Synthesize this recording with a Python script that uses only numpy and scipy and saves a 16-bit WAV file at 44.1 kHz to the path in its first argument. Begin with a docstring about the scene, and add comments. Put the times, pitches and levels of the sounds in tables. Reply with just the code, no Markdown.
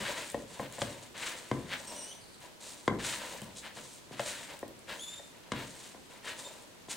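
"""A hand kneads soft, floury dough in a plastic bowl on a kitchen counter, close to a stereo microphone.
From the start, over a soft hiss, strokes brush the wall, drag and press the dough and rock the bowl so
that it knocks on the counter; sticky dough ticks as it lets go. Near 2 s skin squeaks on the plastic,
and just before 3 s the bowl lands hardest. More strokes and knocks follow, with squeaks again near 5 s
and a last light knock just before 7 s. The small room answers throughout."""
import sys
import numpy as np
from scipy import signal
from scipy.fft import rfft, irfft
from scipy.io import wavfile
from scipy.ndimage import uniform_filter1d

SR = 44100
rng = np.random.default_rng(int(sys.argv[2]) if len(sys.argv) > 2 else 0)


def persist_wave(psi):
    """Save psi, clipped to +-1, as 16-bit WAV."""
    counts = np.round(np.clip(psi, -1, 1) * 32767).astype(np.int16)
    wavfile.write(sys.argv[1], SR, np.atleast_2d(counts).T)


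N = 307068


def undb(db):
    """Decibels to gain."""
    return 10 ** (np.asarray(db) / 20)


def unit_rms(x):
    """Scale to rms 1."""
    return x / np.sqrt(np.mean(x ** 2))


def wander(per_s):
    """A smooth random wobble with rms 1."""
    hold = max(int(SR / per_s), 1)
    steps = np.repeat(rng.standard_normal(N // hold + 1), hold)
    return unit_rms(uniform_filter1d(steps, hold)[:N])


def colour(x, curve, size=4096):
    """Minimum-phase EQ through (Hz, dB) points, keeping the power of white noise."""
    hz, db = np.transpose(curve)
    f = np.maximum(np.fft.rfftfreq(size, 1 / SR), 1)
    gain = undb(np.interp(np.log(f), np.log(hz), db))
    cepstrum = irfft(np.log(gain))
    cepstrum[1:size // 2] *= 2
    cepstrum[size // 2 + 1:] = 0
    response = irfft(np.exp(rfft(cepstrum)))
    return signal.fftconvolve(x, response / np.linalg.norm(response))[:len(x)]


def burst(t, t60, curve):
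    """Decaying noise through an EQ curve."""
    return colour(rng.standard_normal(len(t)) * undb(-60 * t / t60), curve)


def envelope(t, length_s, rise_s, fall_db_per_s):
    """Smooth attack, hold until the length is over, then an even release in dB."""
    attack = np.sin(np.pi / 2 * np.clip(t / rise_s, 0, 1)) ** 2
    return attack * undb(-fall_db_per_s * np.maximum(t - length_s, 0))


def add(track, start_s, sound):
    """Mix a sound in at a time."""
    i = max(int(start_s * SR), 0)
    track[i:i + len(sound)] += sound[:max(N - i, 0)]


def pan(x, left_db):
    """Lean a source towards the left microphone."""
    return x * undb(np.array([[left_db], [-left_db]]) / 2)


# The warm noise floor. Each row: frequency in Hz, relative level in dB.
HISS_EQ = [(20, -12), (60, 1), (110, 1.5), (220, 3.5), (440, 1.5), (850, -4), (1700, -7), (3400, -8.5),
           (5800, -12.5), (8500, -15.5), (12500, -19.5), (15500, -25)]
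def hiss(level_db=-54.5):
    """Each microphone has its own steady noise."""
    return undb(level_db) * np.array([colour(rng.standard_normal(N), HISS_EQ) for _ in range(2)])


# The room's reverb. Each row: frequency in Hz, relative level in dB, t60 in seconds, side minus mid in dB.
ROOM_BANDS = [(103, -10.5, 0.62, -24), (247, 3.5, 0.47, -13), (613, -4.5, 0.53, -7.5),
              (1200, -4.5, 0.3, -5.5), (3140, -9, 0.29, 3), (8930, -9.5, 0.087, 2.5), (14900, 5.5, 0.24, 4)]
def kitchen(x, wet_db=-4, predelay_s=0.0049, build_s=0.0014):
    """Reflections from cupboards and walls; the lows stay longest and the highs spread widest."""
    t = np.arange(SR // 2) / SR
    log_f = np.log(np.maximum(np.fft.rfftfreq(len(t), 1 / SR), 1))
    band_hz = np.transpose(ROOM_BANDS)[0]
    spectrum = rfft(rng.standard_normal((2, len(t))))
    onset = 1 - np.exp(-np.maximum(t - predelay_s, 0) / build_s)
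    response = 0
    for share, (_, db, t60, side_db) in zip(np.eye(len(band_hz)), ROOM_BANDS):
        fade = onset * undb(-60 * t / t60)
        band = irfft(spectrum * np.interp(log_f, np.log(band_hz), share), len(t))
        response = response + band * undb([[db], [db + side_db]]) * fade / np.linalg.norm(fade)
    mid, side = (signal.fftconvolve(x, r)[:N] for r in response)
    return undb(wet_db) * np.array([mid + side, mid - side])


# Thin skin squeaks, two followed by a faint tone ringing on in the room (the rows at 2.12 and 5.198 s).
# Each row: start and length in seconds, first and last pitch in Hz, glide bend (under 1 moves early),
# fundamental in dB, second and third harmonics in dB relative to it, jitter as a share of the pitch.
SQUEAKS_AND_TAILS = [(1.868, 0.075, 2820, 2790, 0.9, -65, 8.5, 12, 0.026),
                     (1.955, 0.038, 2940, 2940, 1, -60, 8, 10, 0.014),
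                     (1.983, 0.059, 2865, 2873, 0.9, -60, 9.5, 13, 0.0079),
                     (2.05, .065, 2910, 3010, 0.98, -57.5, 2, 1.5, .016),
                     (2.113, .02, 3150, 3400, 1, -55, -14, -20, .03),
                     (2.12, 0.067, 2970, 3006, 1, -67, 6.5, 4, .014),
                     (2.199, 0.173, 4430, 4380, 0.9, -65, -2, -23, .07),
                     (4.992, .038, 3150, 3560, 0.93, -49.5, -3, -7, .018),
                     (5.034, 0.15, 3380, 3636, 0.47, -51, -2, -13.5, .007),
                     (5.198, 0.09, 3610, 3590, 0.91, -65, -3, -18, .01),
                     (6.446, 0.021, 3640, 3650, 0.86, -51.5, -0.5, -16, 0.015)]
def squeaks(flutter_db=3, fourth_vs_second_db=-24, rasp_radians=0.18):
    """Wavering, gliding tones: stick-slip squeaks on plastic, and two faint tails of room ring."""
    out, t = np.zeros(N), np.arange(SR // 2) / SR
    waver, flutter = wander(700), undb(flutter_db * wander(170))
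    rasp = rasp_radians * wander(1500)  # each cycle comes a little early or late
    for start_s, length_s, first_hz, last_hz, bend, db, second_db, third_db, jitter in SQUEAKS_AND_TAILS:
        now = np.minimum(int(start_s * SR) + np.arange(len(t)), N - 1)
        hz = first_hz + (last_hz - first_hz) * np.minimum(t / length_s, 1) ** bend
        phase = 2 * np.pi * np.cumsum(hz * (1 + jitter * waver[now])) / SR + rasp[now]
        harmonics_db = [0, second_db, third_db, second_db + fourth_vs_second_db]
        tone = np.sqrt(2) * sum(undb(db + h) * np.sin(k * phase) for k, h in enumerate(harmonics_db, 1))
        shape = envelope(t, length_s, rise_s=0.0041, fall_db_per_s=448)
        add(out, start_s, tone * flutter[now] * shape)
    return out


# The bright snap of a tick. Each row: frequency in Hz, relative level in dB.
TICK_EQ = [(500, -12), (2500, -15), (5000, -7.5), (8700, 5), (11500, -10.5), (15500, -12)]
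# Sticky dough letting go. Each row: start in seconds, peak in dB before the trim.
DOUGH_TICKS = [(0.275, -27), (0.301, -22.5), (0.3187, -26), (0.422, -32), (0.7244, -27), (0.7444, -39),
               (0.791, -27), (0.812, -23), (0.8277, -22), (2.405, -37), (3.3414, -34), (3.418, -24.5),
               (3.4436, -30), (4.2044, -26), (4.591, -31.5), (4.68, -32.5), (4.7922, -33), (5.37, -37)]
def ticks(t60=0.0051, trim_db=-7):
    """Small tacky patches snap off skin and plastic."""
    out, t = np.zeros(N), np.arange(SR // 50) / SR
    for start_s, db in DOUGH_TICKS:
        snap = burst(t, t60, TICK_EQ)
        add(out, start_s, undb(db + trim_db) * snap / np.abs(snap).max())
    return out


def crackle(motion, per_s=70, spread_db=5, gain_db=-47):
    """Fainter ticks of stretching dough, stronger while the hand moves."""
    popping = rng.random(N) < per_s / SR
    sizes = undb(spread_db * np.minimum(rng.exponential(size=N), 3))
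    follow = (motion / np.median(motion)) ** .7
    return colour(popping * sizes, TICK_EQ) * undb(gain_db) * follow


# The hand never quite stops. Three floor levels in dB: brush, drag, press.
RESTING_LEVELS = [-71, -77.5, -70]
# Slow leans into the dough. Each row: start and length in seconds, then brush, drag and press in dB.
HAND_PUSHES = [(0.124, 0.092, -45.5, -46.5, -52.5), (0.464, 0.14, -54.5, -58, -59),
               (0.76, 0.13, -51, -53, -51.5), (1.148, 0.15, -46, -46, -50), (1.394, 0.29, -58.5, -59, -65),
               (1.744, 0.3, -53, -58.5, -54), (2.586, 0.1, -47.5, -59, -55), (3.134, 0.21, -51, -50, -49.5),
               (3.717, 0.17, -52, -69, -66), (4.146, 0.28, -50.5, -48.5, -56.5),
               (4.936, 0.21, -54, -61, -64), (5.3, .2, -90, -65, -64.5), (5.545, 0.31, -55, -59, -61),
               (6.318, 0.22, -54.5, -60.5, -56)]
# Quick sweeps along the wall. Each row: start, rise and length in seconds, brush, drag and press in dB.
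FINGER_SWIPES = [(0, 0.005, .12, -44.5, -40.5, -45.5), (0.149, 0.052, 0.032, -52, -39, -42.5),
                 (0.576, 0.024, .085, -68, -51.5, -48.5), (0.705, .03, 0.12, -52.5, -54.5, -55),
                 (0.8, .012, 0.024, -45.5, -50, -53), (1.007, 0.026, 0.045, -55.5, -60, -59),
                 (1.128, 0.036, 0.044, -60, -48.5, -53), (1.195, 0.053, 0.078, -44, -42, -52),
                 (1.659, 0.088, 0.08, -50, -39, -46.5), (1.85, 0.076, 0.098, -53, -55.5, -48.5),
                 (2.395, 0.028, 0.063, -58.5, -57.5, -56.5), (2.982, 0.016, 0.048, -47.5, -42.5, -55),
                 (3.01, 0.055, 0.13, -38, -40.5, -50), (3.198, 0.024, 0.057, -66, -44, -56),
                 (3.539, .033, 0.047, -47, -68, -61), (3.615, 0.059, 0.052, -57.5, -44, -51.5),
                 (3.747, 0.023, 0.04, -66, -50.5, -53), (4.109, .02, 0.036, -56, -51, -59),
                 (4.236, 0.046, 0.072, -38.5, -45, -53), (4.475, 0.024, 0.058, -68, -50.5, -49),
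                 (4.864, 0.045, 0.064, -51.5, -41.5, -47.5), (5.525, 0.036, 0.092, -57.5, -44, -46.5),
                 (5.815, .035, 0.037, -54.5, -62, -62), (6.084, 0.027, 0.087, -62, -57.5, -59),
                 (6.21, .07, 0.1, -49, -43, -51), (6.368, .035, 0.029, -46.5, -50.5, -55),
                 (6.879, 0.03, 0.047, -40.5, -47.5, -52)]
def hand_effort():
    """Level curves for brush, drag and press; pushes and swipes add in power."""
    t = np.arange(SR) / SR
    pushes = [(start_s, envelope(t, length_s, rise_s=0.06, fall_db_per_s=79), levels_db)
              for start_s, length_s, *levels_db in HAND_PUSHES]
    swipes = [(start_s, envelope(t, length_s, rise_s, fall_db_per_s=268), levels_db)
              for start_s, rise_s, length_s, *levels_db in FINGER_SWIPES]
    power = np.outer(undb(RESTING_LEVELS) ** 2, np.ones(N))
    for start_s, shape, levels_db in pushes + swipes:
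        for layer, db in zip(power, levels_db):
            add(layer, start_s, (undb(db) * shape) ** 2)
    return np.sqrt(power)


def friction(curve, slips_per_s, spread_db, judder_db):
    """Dense tiny slips of uneven size; the grip judders as the hand moves."""
    slipping = rng.random(N) < slips_per_s / SR
    sizes = undb(spread_db * np.minimum(rng.exponential(size=N), 4))
    slips = slipping * sizes * rng.standard_normal(N)
    return unit_rms(colour(slips, curve) * undb(judder_db * wander(70)))


# Airy floury brush, coarse drag and the shell's hollow murmur under a press.
# Each row: frequency in Hz, relative level in dB.
BRUSH_EQ = [(400, -12.5), (1500, -7.5), (2800, -2), (4000, 3), (5200, -1.5), (7000, 3), (8700, 2),
            (10000, -5), (11500, -15.5), (15500, -22.5)]
DRAG_EQ = [(300, -13.5), (1000, -4), (1300, -0.5), (1750, 4.5), (2300, 1.5), (2900, 1.5), (3400, -1),
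           (3900, -2), (4700, -7.5), (9000, -30.5)]
PRESS_EQ = [(40, -12), (100, -9), (200, -2.5), (400, -3), (560, 6.5), (680, 2), (790, -2.5), (980, 6),
            (1200, -12.5), (2500, -26)]
def kneading(brushing, dragging, pressing):
    """Three friction layers ride the hand's effort as it brushes the wall and works the dough."""
    brush = brushing * friction(BRUSH_EQ, slips_per_s=9800, spread_db=2, judder_db=1.8)
    drag = dragging * friction(DRAG_EQ, slips_per_s=6000, spread_db=0, judder_db=1.57)
    press = pressing * friction(PRESS_EQ, slips_per_s=2800, spread_db=1.5, judder_db=1.83)
    return brush, drag, press


def ring(modes, t, detune, scatter_db):
    """Damped modes of alternating sign; the dough lies differently at each blow and shifts them."""
    hz, db, t60 = np.transpose(modes)[:, :, None]
    sign = (-1) ** np.arange(len(modes))[:, None]
    shift, size = rng.standard_normal((2, len(modes), 1))
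    decay = undb(db + scatter_db * size - 60 * t / t60)
    return np.sum(sign * decay * np.sin(2 * np.pi * hz * (1 + detune * shift) * t), axis=0)


# The bowl's base, damped by dough. Each row: frequency in Hz, relative level in dB, t60 in seconds.
BOWL_BASE_MODES = [(284, -6, 0.025), (437, -4.5, 0.022), (680, -4.5, 0.014), (1020, -5.5, 0.036),
                   (1440, -13.5, 0.022), (1605, -12.5, 0.038), (2090, -1, 0.018), (3260, -18, 0.011)]
def bowl_base(t, corner_hz, low_cut_hz=210, chatter_per_s=900, chatter_db=-22, chatter_t60=0.36):
    """The base lands with a dull clack and its rim chatters briefly as it settles."""
    clack = ring(BOWL_BASE_MODES, t, detune=.012, scatter_db=.8)
    contacts = (rng.random(len(t)) < chatter_per_s / SR) * rng.standard_normal(len(t))
    chatter = signal.fftconvolve(clack, contacts * undb(chatter_db - 60 * t / chatter_t60))[:len(t)]
    # a softer landing takes away the treble, and the small shell radiates no deep bass
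    band_hz = [low_cut_hz, np.clip(corner_hz, 2 * low_cut_hz, SR / 4)]
    return signal.sosfilt(signal.butter(2, band_hz, "bandpass", fs=SR, output="sos"), clack + chatter)


# The boom of the counter top. Each row: frequency in Hz, relative level in dB, t60 in seconds.
COUNTER_TOP_MODES = [(62.2, -22.5, 0.68), (105, -29, 0.045), (131, 5, 0.086), (133.2, -13.5, 0.59),
                     (164, -39, 0.06), (216, -3.5, 0.15), (262, -30, 0.072), (383, -1.5, 0.066)]
# The cabinet shuddering under it. Each row: frequency in Hz, relative level in dB.
CABINET_EQ = [(25, -24), (50, -3), (78, -11), (110, 5.5), (220, 0), (400, -10.5), (600, -8), (1200, -22.5),
              (4000, -79)]
def counter_thud(t, rise_s=0.0075, shudder_db=-12, shudder_t60=0.66):
    """The heavy counter answers a little late; the cabinet's many close modes blur into a rumble."""
    shudder = undb(shudder_db) * burst(t, shudder_t60, CABINET_EQ)
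    boom = ring(COUNTER_TOP_MODES, t, detune=0.023, scatter_db=1.0)
    return (boom + shudder) * (1 - np.exp(-t / rise_s))


# The ring of the bowl's free wall. Each row: frequency in Hz, relative level in dB, t60 in seconds.
BOWL_WALL_MODES = [(553.7, 0, 0.04), (594.4, -4.5, 0.069), (681, -12.5, 0.14), (856, -14.5, 0.053),
                   (1090, -23.5, 0.073), (1870, -10.5, 0.036)]
# The crack of plastic slapping the hard top. Each row: frequency in Hz, relative level in dB.
CRACK_EQ = [(60, -27), (300, -0.5), (1200, 3.5), (2400, -1.5), (3100, 11), (4200, -2.5), (8500, -8.5),
            (11500, -29), (15500, -41)]
# The bowl's landings. Each row: start in seconds, base gain in dB, the base's treble corner in Hz,
# then gains in dB for counter thud, wall ring and crack.
BOWL_KNOCKS = [(0.004, -44, 603, -36.5, -52, -70), (0.344, -21.5, 680, -36, -24, -42),
               (0.5955, -26, 1410, -37.5, -30, -57), (0.783, -37, 1200, -46, -33, -58),
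               (0.8177, -29.5, 2020, -32.5, -23, -23), (1.5135, -16.5, 1120, -26, -62, -36),
               (2.878, -11.3, 1390, -22.5, -46, -29.5), (3.418, -39, 900, -38.5, -57, -45),
               (3.772, -41.5, 990, -48, -48, -45), (4.109, -33, 650, -43, -49, -62),
               (4.1951, -30, 2400, -42.5, -22.5, -28.5), (4.6286, -26, 790, -44, -31, -66),
               (5.195, -64, 1500, -68, -38.5, -53), (5.5189, -25.5, 2230, -30.5, -46, -26),
               (5.5349, -31, 1100, -44, -44, -42), (5.946, -37.5, 880, -53, -46, -62),
               (6.884, -37.5, 1005, -49, -52, -52)]
def knocks(wall_rise_s=0.0003, crack_t60=0.025):
    """The rocking bowl hits the counter: the base cracks down, the wall rings on, the counter thuds."""
    out, t = np.zeros(N), np.arange(SR // 2) / SR
    for start_s, base_db, corner_hz, thud_db, wall_db, crack_db in BOWL_KNOCKS:
        base = undb(base_db) * bowl_base(t, corner_hz)
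        wall = undb(wall_db) * ring(BOWL_WALL_MODES, t, detune=.008, scatter_db=1.1)
        wall *= 1 - np.exp(-t / wall_rise_s)
        thud = undb(thud_db) * counter_thud(t)
        crack = undb(crack_db) * burst(t, crack_t60, CRACK_EQ)
        add(out, start_s, base + wall + thud + crack)
    return out


def scene():
    """The bowl stands a little to the left; all its sounds fill the same room."""
    brushing, dragging, pressing = hand_effort()
    brush, drag, press = kneading(brushing, dragging, pressing)
    bowl = knocks() + drag + press
    hand = brush + ticks() + crackle(brushing) + squeaks()
    reverb = kitchen(bowl + hand)
    return pan(bowl, left_db=2.5) + pan(hand, left_db=0.7) + pan(reverb, left_db=1.3) + hiss()


def record(dry, top_hz=15900):
    """A steep low-pass cuts the very top."""
    return signal.sosfilt(signal.ellip(10, .2, 70, top_hz, fs=SR, output="sos"), dry)


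dry = scene()
out = record(dry)
persist_wave(out)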